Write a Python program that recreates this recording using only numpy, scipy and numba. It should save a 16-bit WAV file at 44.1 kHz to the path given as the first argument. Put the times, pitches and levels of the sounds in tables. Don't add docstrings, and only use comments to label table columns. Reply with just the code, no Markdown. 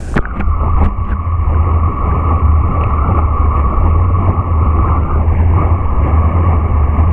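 import sys
import numpy as np
from scipy import signal
from scipy.fft import rfft, irfft, next_fast_len
from scipy.io import wavfile
from scipy.ndimage import uniform_filter1d, minimum_filter1d
from numba import njit

SR = 44100
rng = np.random.default_rng(int(sys.argv[2]) if len(sys.argv) > 2 else 0)


def transcribe(u):
    v = np.clip(np.atleast_2d(u).T, -1, 1)
    q = np.round(v * 32767).astype(np.int16)
    wavfile.write(sys.argv[1], SR, q)


N = 314342
TIME = np.arange(N) / SR
UNDER_S = 0.156
EVEN_HOLD_S, EVEN_SHARE = 0.07, 0.62


def undb(db):
    return 10 ** (np.asarray(db) / 20)


def unit(x):
    return x / np.sqrt(np.mean(x ** 2) + 1e-18)


def curves(table):
    s, *columns = np.transpose(table)
    return [np.interp(TIME, s, column) for column in columns]


def swell(s, half_s):
    return np.exp(-.5 * ((TIME - s) / half_s) ** 2)


def walk(rate):
    hold = max(int(SR / rate), 2)
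    steps = np.repeat(rng.standard_normal(N // hold + 1), hold)
    slewed = uniform_filter1d(uniform_filter1d(steps, hold), hold)
    return unit(slewed[:N])


def steady(x, hold_s, share):
    hold = max(int(hold_s * SR), 2)
    power = uniform_filter1d(uniform_filter1d(unit(x) ** 2, hold), hold // 2)
    return unit(x / np.maximum(power, 1e-4) ** (share / 2))


def colour(x, points, tilt_db=0):
    hz, db = np.transpose(points)
    size = next_fast_len(N, True)
    octave = np.log2(np.maximum(np.arange(size // 2 + 1) * SR / size, 1))
    outside = np.abs(octave - np.clip(octave, np.log2(hz[0]), np.log2(hz[-1])))
    gain = undb(np.interp(octave, np.log2(hz), db) + tilt_db * octave - 20 * outside)
    return unit(irfft(rfft(x, size) * gain, size)[:N])


@njit
def resonate(x, hz, width_hz):
    y, band, low = np.empty(len(x)), 0., 0.
    for i in range(len(x)):
        g, k = np.tan(np.pi * hz[i] / SR), width_hz / hz[i]
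        v = (band + g * (x[i] - low)) / (1 + g * (g + k))
        band, low, y[i] = 2 * v - band, low + 2 * g * v, k * v
    return y


def pops(rate, spread_db):
    size = undb(spread_db * np.minimum(rng.exponential(size=N), 5)) * rng.choice([-1, 1], N)
    return unit(size * (rng.random(N) < rate / SR))


def bubbles(low_hz, high_hz, cycles, glide, spread_db, count):
    out = np.zeros(N + SR)
    for when, pitch, luck, sign in rng.random((count, 4)):
        hz = low_hz * (high_hz / low_hz) ** pitch
        turns = np.arange(min(int(cycles * SR / hz), SR)) * hz / SR
        age = turns / cycles
        size = np.sign(sign - .5) * undb(-spread_db * np.log(max(luck, np.exp(-4))))
        ring = 1000 ** -age * np.sin(2 * np.pi * turns * (1 + glide * age / 2))
        start = int(when * N)
        out[start:start + len(age)] += size * ring
    return unit(np.diff(out[:N + 1]))


def muffle(x):
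    case_hz = 2770
    return signal.sosfilt(signal.butter(6, case_hz, fs=SR, output="sos"), x)


# (frequency [Hz], gain [dB])
FOAM_SPECTRUM = [(60, 5), (250, -12.5), (600, -18.5), (1100, -29.5), (1350, -30), (1530, -21), (1850, -35),
                 (2400, -34.5), (3500, -44), (6500, -38), (9300, -38), (11000, -53), (15000, -66)]


def open_air():
    level_db = -22.5 + 0.43 * np.minimum(TIME / UNDER_S, 1)
    return colour(pops(9000, 2.7), FOAM_SPECTRUM) * undb(level_db)


# (frequency [Hz], gain [dB])
SURGE_SPECTRUM = [(5, -4.5), (14, -5.5), (30, -5), (48, -2.5), (70, -10.5), (140, -42)]
# (time [s], half length [s], gain [dB])
EDDY_SHOVES = [(0.156, .02, 8), (0.447, 0.026, 8), (0.58, 0.046, 6), (0.764, 0.028, 7), (0.862, 0.018, 9.5),
               (1.115, 0.017, 11), (1.46, 0.046, 6.5), (2.047, .06, 5.5), (3.346, 0.14, 3.5),
               (3.8, .05, 10), (5.115, 0.044, 5.5), (5.942, 0.057, 8.5)]


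def surge():
    level_db = -21 + 2 * walk(6.3)
    level_db = level_db + sum(gain_db * swell(s, half_s) for s, half_s, gain_db in EDDY_SHOVES)
    pressure = colour(rng.standard_normal(N), SURGE_SPECTRUM)
    return steady(pressure, EVEN_HOLD_S, EVEN_SHARE) * undb(level_db)


# (time [s], half length [s], level [dB])
BUBBLE_CLUSTERS = [(0.418, .006, -38), (1.125, .01, -37)]


def clusters():
    chirps = muffle(bubbles(1200, 1850, cycles=30, glide=.1, spread_db=-0.5, count=4000))
    return chirps * sum(undb(db) * swell(s, half_s) for s, half_s, db in BUBBLE_CLUSTERS)


# (time [s], level [dB])
CASE_BUMPS = [(0.287, -30), (0.355, -19.5), (0.405, -18.5), (0.849, -11.5), (1.063, -19.5), (1.116, -16)]


def bumps(hz, t60):
    out = np.zeros(N)
    for s, db in CASE_BUMPS:
        t = np.maximum(TIME - s, 0)
        fade = undb(db - 60 * np.minimum(t / t60, 2))
        out += fade * np.sin(2 * np.pi * hz * t) * (1 - np.exp(-t / .004))
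    return out


# (time [s], ring level [dB], ring frequency [Hz], ring 60 dB decay [s], click re ring [dB])
KNOCKS_AND_BLIPS = [(0.141, -8, 1160, 0.0089, -23), (0.158, 2, 454, 0.0053, -18),
                    (0.163, -1.5, 165, 0.046, -19), (0.169, 2, 384, 0.012, -13),
                    (0.17, -10, 2800, 0.0092, -20), (0.173, -16, 220, 0.012, -5),
                    (0.1778, 11, 1620, 0.0044, -19), (0.1865, 0, 1350, 0.0099, -36),
                    (0.190, 7, 258, 0.0065, -54), (0.202, -27, 3200, 0.0068, -23),
                    (0.212, -29, 3300, .006, -13), (0.226, -17, 1310, 0.0069, -24),
                    (0.254, -2.5, 1500, 0.011, -38), (0.31, -18, 1320, 0.042, -51),
                    (0.370, -29, 1410, .008, -18), (0.406, -9, 2330, 0.01, -21),
                    (0.407, -11, 760, .014, -40), (0.409, -10, 1420, 0.02, -45),
                    (0.850, -14.5, 1790, 0.0069, -7), (1.0514, -24, 2830, 0.0056, -13),
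                    (1.118, -17, 1590, 0.026, -38), (1.13, -17.5, 1440, 0.023, -39),
                    (1.3174, -30, 2700, 0.0052, -11.5), (1.544, -19, 1470, 0.02, -26),
                    (2.113, -20, 1570, 0.018, -50), (2.8106, -18, 2660, 0.0099, -29),
                    (2.835, -21, 1954, 0.018, -26.5), (2.837, -10.5, 2580, 0.012, -35),
                    (2.836, -19, 4150, 0.0056, -28.5), (2.908, -9.5, 1125, 0.024, -26),
                    (3.462, -28.5, 1600, 0.018, -22), (4.184, -11, 450, 0.013, -32.5),
                    (4.272, -15, 1206, .04, -45.5), (4.283, -10, 640, 0.032, -44),
                    (4.294, 3, 155, 0.024, -34), (4.302, -13, 1070, 0.044, -45),
                    (4.877, -25, 1650, .022, -37), (4.885, -22, 1570, .023, -40)]


def knocks_and_blips():
    rings, clicks, t = np.zeros(N), np.zeros(N), TIME[:SR // 10]
    onset = 1 - np.exp(-(t / 0.00055) ** 2)
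    click = np.sin(2 * np.pi * 3200 * t) * np.exp(-t / 0.00016)
    for s, db, hz, t60, click_db in KNOCKS_AND_BLIPS:
        fade = np.exp(-np.log(1000) * t / t60)
        overtone = undb(-17.0) * fade ** 2 * np.sin(2 * np.pi * 1.4 * hz * t)
        ring = fade * np.sin(2 * np.pi * hz * t) + overtone
        span = slice(int(s * SR), int(s * SR) + len(t))
        rings[span] += undb(db) * ring * onset
        clicks[span] += undb(db + click_db) * click
    return muffle(rings) + clicks


# (frequency [Hz], gain [dB])
SLOSH_SPECTRUM = [(40, -9.5), (180, 12), (600, -2), (1500, -7.5), (2700, -17), (3800, -36), (5000, -50.5),
                  (8000, -47.5), (13000, -74)]
# (time [s], half length [s], level [dB], tilt [dB per octave])
WATER_SLAPS = [(0.171, 0.008, -8, 1), (0.37, 0.016, -32.5, 1.5), (0.405, 0.0055, -19, 1.5),
               (0.85, 0.013, -26, 3.5), (0.795, 0.027, -34, 1), (1.106, 0.024, -30, 1.7),
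               (2.707, 0.014, -10.5, -12), (2.16, 0.014, -14, -11), (3.078, 0.03, -17, -7),
               (3.187, 0.024, -24, -2.5), (4.29, 0.0086, -16.5, -5), (4.658, 0.028, -16.5, -11.5),
               (5.006, 0.033, -18, -10.5)]


def sloshes():
    splatter = pops(6000, 4.7)
    out = np.zeros(N)
    for s, half_s, db, tilt_db in WATER_SLAPS:
        out += colour(splatter, SLOSH_SPECTRUM, tilt_db) * undb(db) * swell(s, half_s)
    return out


def plunge(s, db, relax_s):
    t = np.maximum(TIME - s, 0)
    return -undb(db) * (1 - np.exp(-(t / 0.0014) ** 2)) * np.exp(-t / relax_s)


def cavity(hz, width_hz):
    return resonate(resonate(pops(2400, 2.4), hz, width_hz), hz, width_hz)


# (time [s], ring frequency [Hz])
POCKET_PITCH = [(0.22, 1475), (0.42, 1334), (0.7, 1226), (1.2, 1212), (1.9, 1230), (2.9, 1258),
                (3.08, 1324), (3.3, 1233), (4.6, 1230), (4.98, 1290), (5.15, 1447), (5.24, 1235),
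                (5.42, 878), (5.57, 1227), (7.1, 1178)]


def pocket_pitch():
    return curves(POCKET_PITCH)[0]


def absorb(x, pocket_hz, width_hz):
    share = np.interp(TIME, [5, 5.5], [0.64, 0.3])
    return x - share * resonate(x, 1.25 * pocket_hz, width_hz)


# (frequency [Hz], width of each pass [Hz], level [dB])
PORT_RESONANCES = [(1038.3, 87, -3.5), (1134, 66, 3)]
# (time [s], level [dB])
PORT_LEVEL = [(0.2, -34.5), (0.45, -29), (0.78, -23), (0.93, -31.5), (1.08, -28.5), (1.35, -30),
              (1.95, -22), (2.75, -24.5), (2.95, -21), (3.3, -23), (3.6, -22), (4.25, -24), (4.48, -26.5),
              (4.96, -20.5), (5.02, -29), (5.15, -26), (5.26, -39), (5.44, -54), (5.59, -23.5), (5.85, -29),
              (6.1, -27), (7.13, -29)]


def port_ring(pocket_hz, swirl_db):
    pocket = resonate(cavity(pocket_hz, 147.), np.full(N, 1200.), 310.)
    pull = (pocket_hz / 1238.6) ** 0.54
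    modes = sum(undb(db) * cavity(hz * pull, float(width_hz)) for hz, width_hz, db in PORT_RESONANCES)
    level_db = curves(PORT_LEVEL)[0] + swirl_db + 1.3 * walk(45)
    return steady(modes + undb(-4) * pocket, EVEN_HOLD_S, EVEN_SHARE) * undb(level_db)


# (frequency [Hz], gain [dB])
LARGE_SPECTRUM = [(70, -26.5), (115, 2.5), (190, -1), (300, -5), (480, -8.5), (660, -12), (820, -8.5),
                  (920, -11), (1250, -11.5), (1450, -31.5), (1800, -53)]


def gurgle(pocket_hz, level_db):
    dense = bubbles(109.9, 1397, cycles=25.0, glide=.15, spread_db=-0.5, count=11000)
    dense = unit(dense + pops(4300, 0.95))
    plops = bubbles(150, 1300, cycles=48, glide=.14, spread_db=1.0, count=1100)
    large = absorb(dense + undb(-6.5) * plops, pocket_hz, 180.)
    return colour(large, LARGE_SPECTRUM) * undb(level_db)


# (frequency [Hz], gain [dB])
FINE_SPECTRUM = [(1100, -6.5), (1520, -4), (1750, -2.5), (2000, -5), (2240, 1), (2420, -10.5),
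                 (2830, -12.5), (3050, -26.5), (3220, -26), (3420, -36), (3700, -36), (4800, -51.5),
                 (7300, -34), (10000, -39), (11500, -70.5)]


def fizz(pocket_hz, level_db):
    fine = bubbles(1300, 3460, cycles=26, glide=0.17, spread_db=-1.0, count=12000)
    fine = absorb(fine + undb(4.0) * pops(6000, 2.3), pocket_hz, 620.)
    return colour(fine, FINE_SPECTRUM) * undb(level_db)


# (time [s], large bubble level [dB], fine bubble level [dB])
CLOUD_LEVELS = [(0.22, -32, -48), (0.52, -31, -44.5), (0.8, -25, -42), (0.93, -33.5, -48),
                (1.0, -29.5, -45), (1.2, -31.5, -45.5), (1.41, -32.5, -44), (1.5, -24, -40.5),
                (1.9, -23, -41), (2.55, -24.5, -41), (2.95, -21.5, -38), (3.42, -24.5, -41.5),
                (3.9, -20, -38), (4.08, -23, -41.5), (4.5, -23.5, -42), (4.9, -20.5, -38), (5.15, -21, -41),
                (5.4, -22, -37.5), (5.85, -23, -41.5), (7.13, -21.5, -39)]
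# (time [s], half length [s], large bubble gain [dB], fine bubble gain [dB])
BUBBLE_GUSHES = [(0.378, 0.026, 7.5, 6), (0.639, 0.034, 10, 1), (0.838, 0.032, 7.5, 7.5),
                 (2.138, 0.076, 3.5, 3.5), (2.347, 0.052, 4, 2.5), (3.095, 0.035, 3.5, -0.5),
                 (3.186, 0.015, 8, 5), (3.578, 0.02, 2.5, 6), (4.276, 0.037, 6, 5), (5.61, 0.078, 4.5, 3),
                 (6.078, 0.031, 4, 5.5), (6.298, 0.13, 2, 2.5), (6.519, 0.021, 2.5, 1.5),
                 (6.996, 0.03, 3, 3.5)]


def churn():
    swirl_db = 0.49 * walk(12)
    large_db, fine_db = [level_db + swirl_db for level_db in curves(CLOUD_LEVELS)]
    for s, half_s, large_gain_db, fine_gain_db in BUBBLE_GUSHES:
        gush = swell(s, half_s)
        large_db += large_gain_db * gush
        fine_db += fine_gain_db * gush
    pocket_hz = pocket_pitch()
    cloud = gurgle(pocket_hz, large_db) + fizz(pocket_hz, fine_db) + port_ring(pocket_hz, swirl_db)
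    cloud = absorb(cloud, pocket_hz, 190.)
    return cloud * undb(0.7 * walk(30))


# (time [s], pulsation frequency [Hz], level [dB])
PLUME_PULSATION = [(0.3, 80.17, -34), (0.47, 71.79, -14.5), (0.72, 78.15, -15.5), (0.83, 77.1, -9.5),
                   (0.98, 84.76, -16.5), (1.35, 83.7, -13.5), (1.56, 77.79, -11.5), (1.85, 79.82, -10.8),
                   (2.06, 71.3, -14.5), (2.2, 80.3, -10.5), (2.5, 77.12, -9.5), (2.85, 82.22, -12),
                   (3.1, 76.76, -11), (3.48, 73.98, -11.5), (3.95, 84.06, -12), (4.27, 92.46, -11),
                   (4.6, 77.96, -11), (5.15, 78.28, -11.5), (5.6, 82.73, -9.5), (5.9, 79.45, -12),
                   (6.04, 71.5, -10), (6.2, 79.47, -9.5), (6.45, 84.33, -11), (6.7, 74.34, -10.5),
                   (7.13, 77.8, -10.5)]
# (time [s], half length [s], depth [dB])
PLUME_STALLS = [(0.577, 0.019, 4), (0.924, 0.032, 19), (1.076, 0.024, 11), (1.173, 0.0081, 10),
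                (1.249, 0.0081, 7), (1.462, 0.018, 6.5), (1.651, 0.007, 9.5), (1.917, 0.011, 9),
                (1.99, 0.01, 3.5), (2.39, 0.011, 12), (2.71, 0.024, 14), (3.054, 0.014, 8),
                (3.15, 0.0098, 11), (3.35, 0.019, 6), (3.542, 0.008, 13), (3.742, 0.025, 9),
                (4.342, .02, 10.5), (4.43, 0.011, 20), (4.876, 0.015, 5), (5.09, 0.039, 6),
                (5.593, 0.0064, 15), (5.93, 0.04, 7), (6.233, 0.0081, 10), (6.332, 0.012, 11),
                (6.68, 0.0085, 12), (6.867, 0.0098, 8)]


def plume():
    slip_per_s, slip_s = 4, .026
    pitch_wander = 0.02
    ceiling = 1.9
    hz, level_db = curves(PLUME_PULSATION)
    slips = (rng.random(N) < slip_per_s / SR) * rng.uniform(-.5, .5, N)
    slips = uniform_filter1d(slips, max(int(slip_s * SR), 2))
    turns = np.cumsum(hz * (1 + pitch_wander * walk(24)) / SR + slips)
    throb = unit(np.sin(2 * np.pi * turns))
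    boom_spectrum = [(42, -15), (60, -3.0), (80, -2.5), (103, -1.5), (126, -19.5)]  # (Hz, dB)
    boom = colour(rng.standard_normal(N), boom_spectrum)
    swing = unit(throb + undb(-5) * boom)
    size = np.abs(signal.hilbert(swing, next_fast_len(N)))[:N]
    saturated = swing / np.hypot(size, ceiling)
    falter_db = np.minimum(4 * np.maximum(walk(45), 0) ** 2, 6.5)
    stall_db = sum(depth_db * swell(s, half_s) for s, half_s, depth_db in PLUME_STALLS)
    return unit(saturated * undb(-falter_db)) * undb(level_db - stall_db)


def scene():
    under = np.clip((TIME - UNDER_S) / 0.0044, 0, 1)
    clearing = np.clip((TIME - UNDER_S) / 0.061, 0, 1) ** 2
    air = (1 - under) * open_air()
    close = clusters() + bumps(hz=198.9, t60=0.26) + knocks_and_blips() + sloshes()
    close = close + plunge(s=0.193, db=-2.0, relax_s=0.013)
    water = (churn() + plume()) * clearing
    return (air + surge() + close + water)[None]


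def record(dry):
    hold = SR // 100
    gain = np.minimum(1, 0.98 / (np.abs(dry) + 1e-9))
    gain = uniform_filter1d(minimum_filter1d(gain, hold), hold)
    gain = uniform_filter1d(gain, hold // 3)
    ease = np.sin(np.pi / 2 * np.minimum(np.minimum(TIME, TIME[-1] - TIME) / .005, 1)) ** 2
    top_cut = signal.ellip(8, .2, 70, 15000, fs=SR, output="sos")
    return signal.sosfilt(top_cut, dry * gain * ease)


dry = scene()
out = record(dry)
transcribe(out)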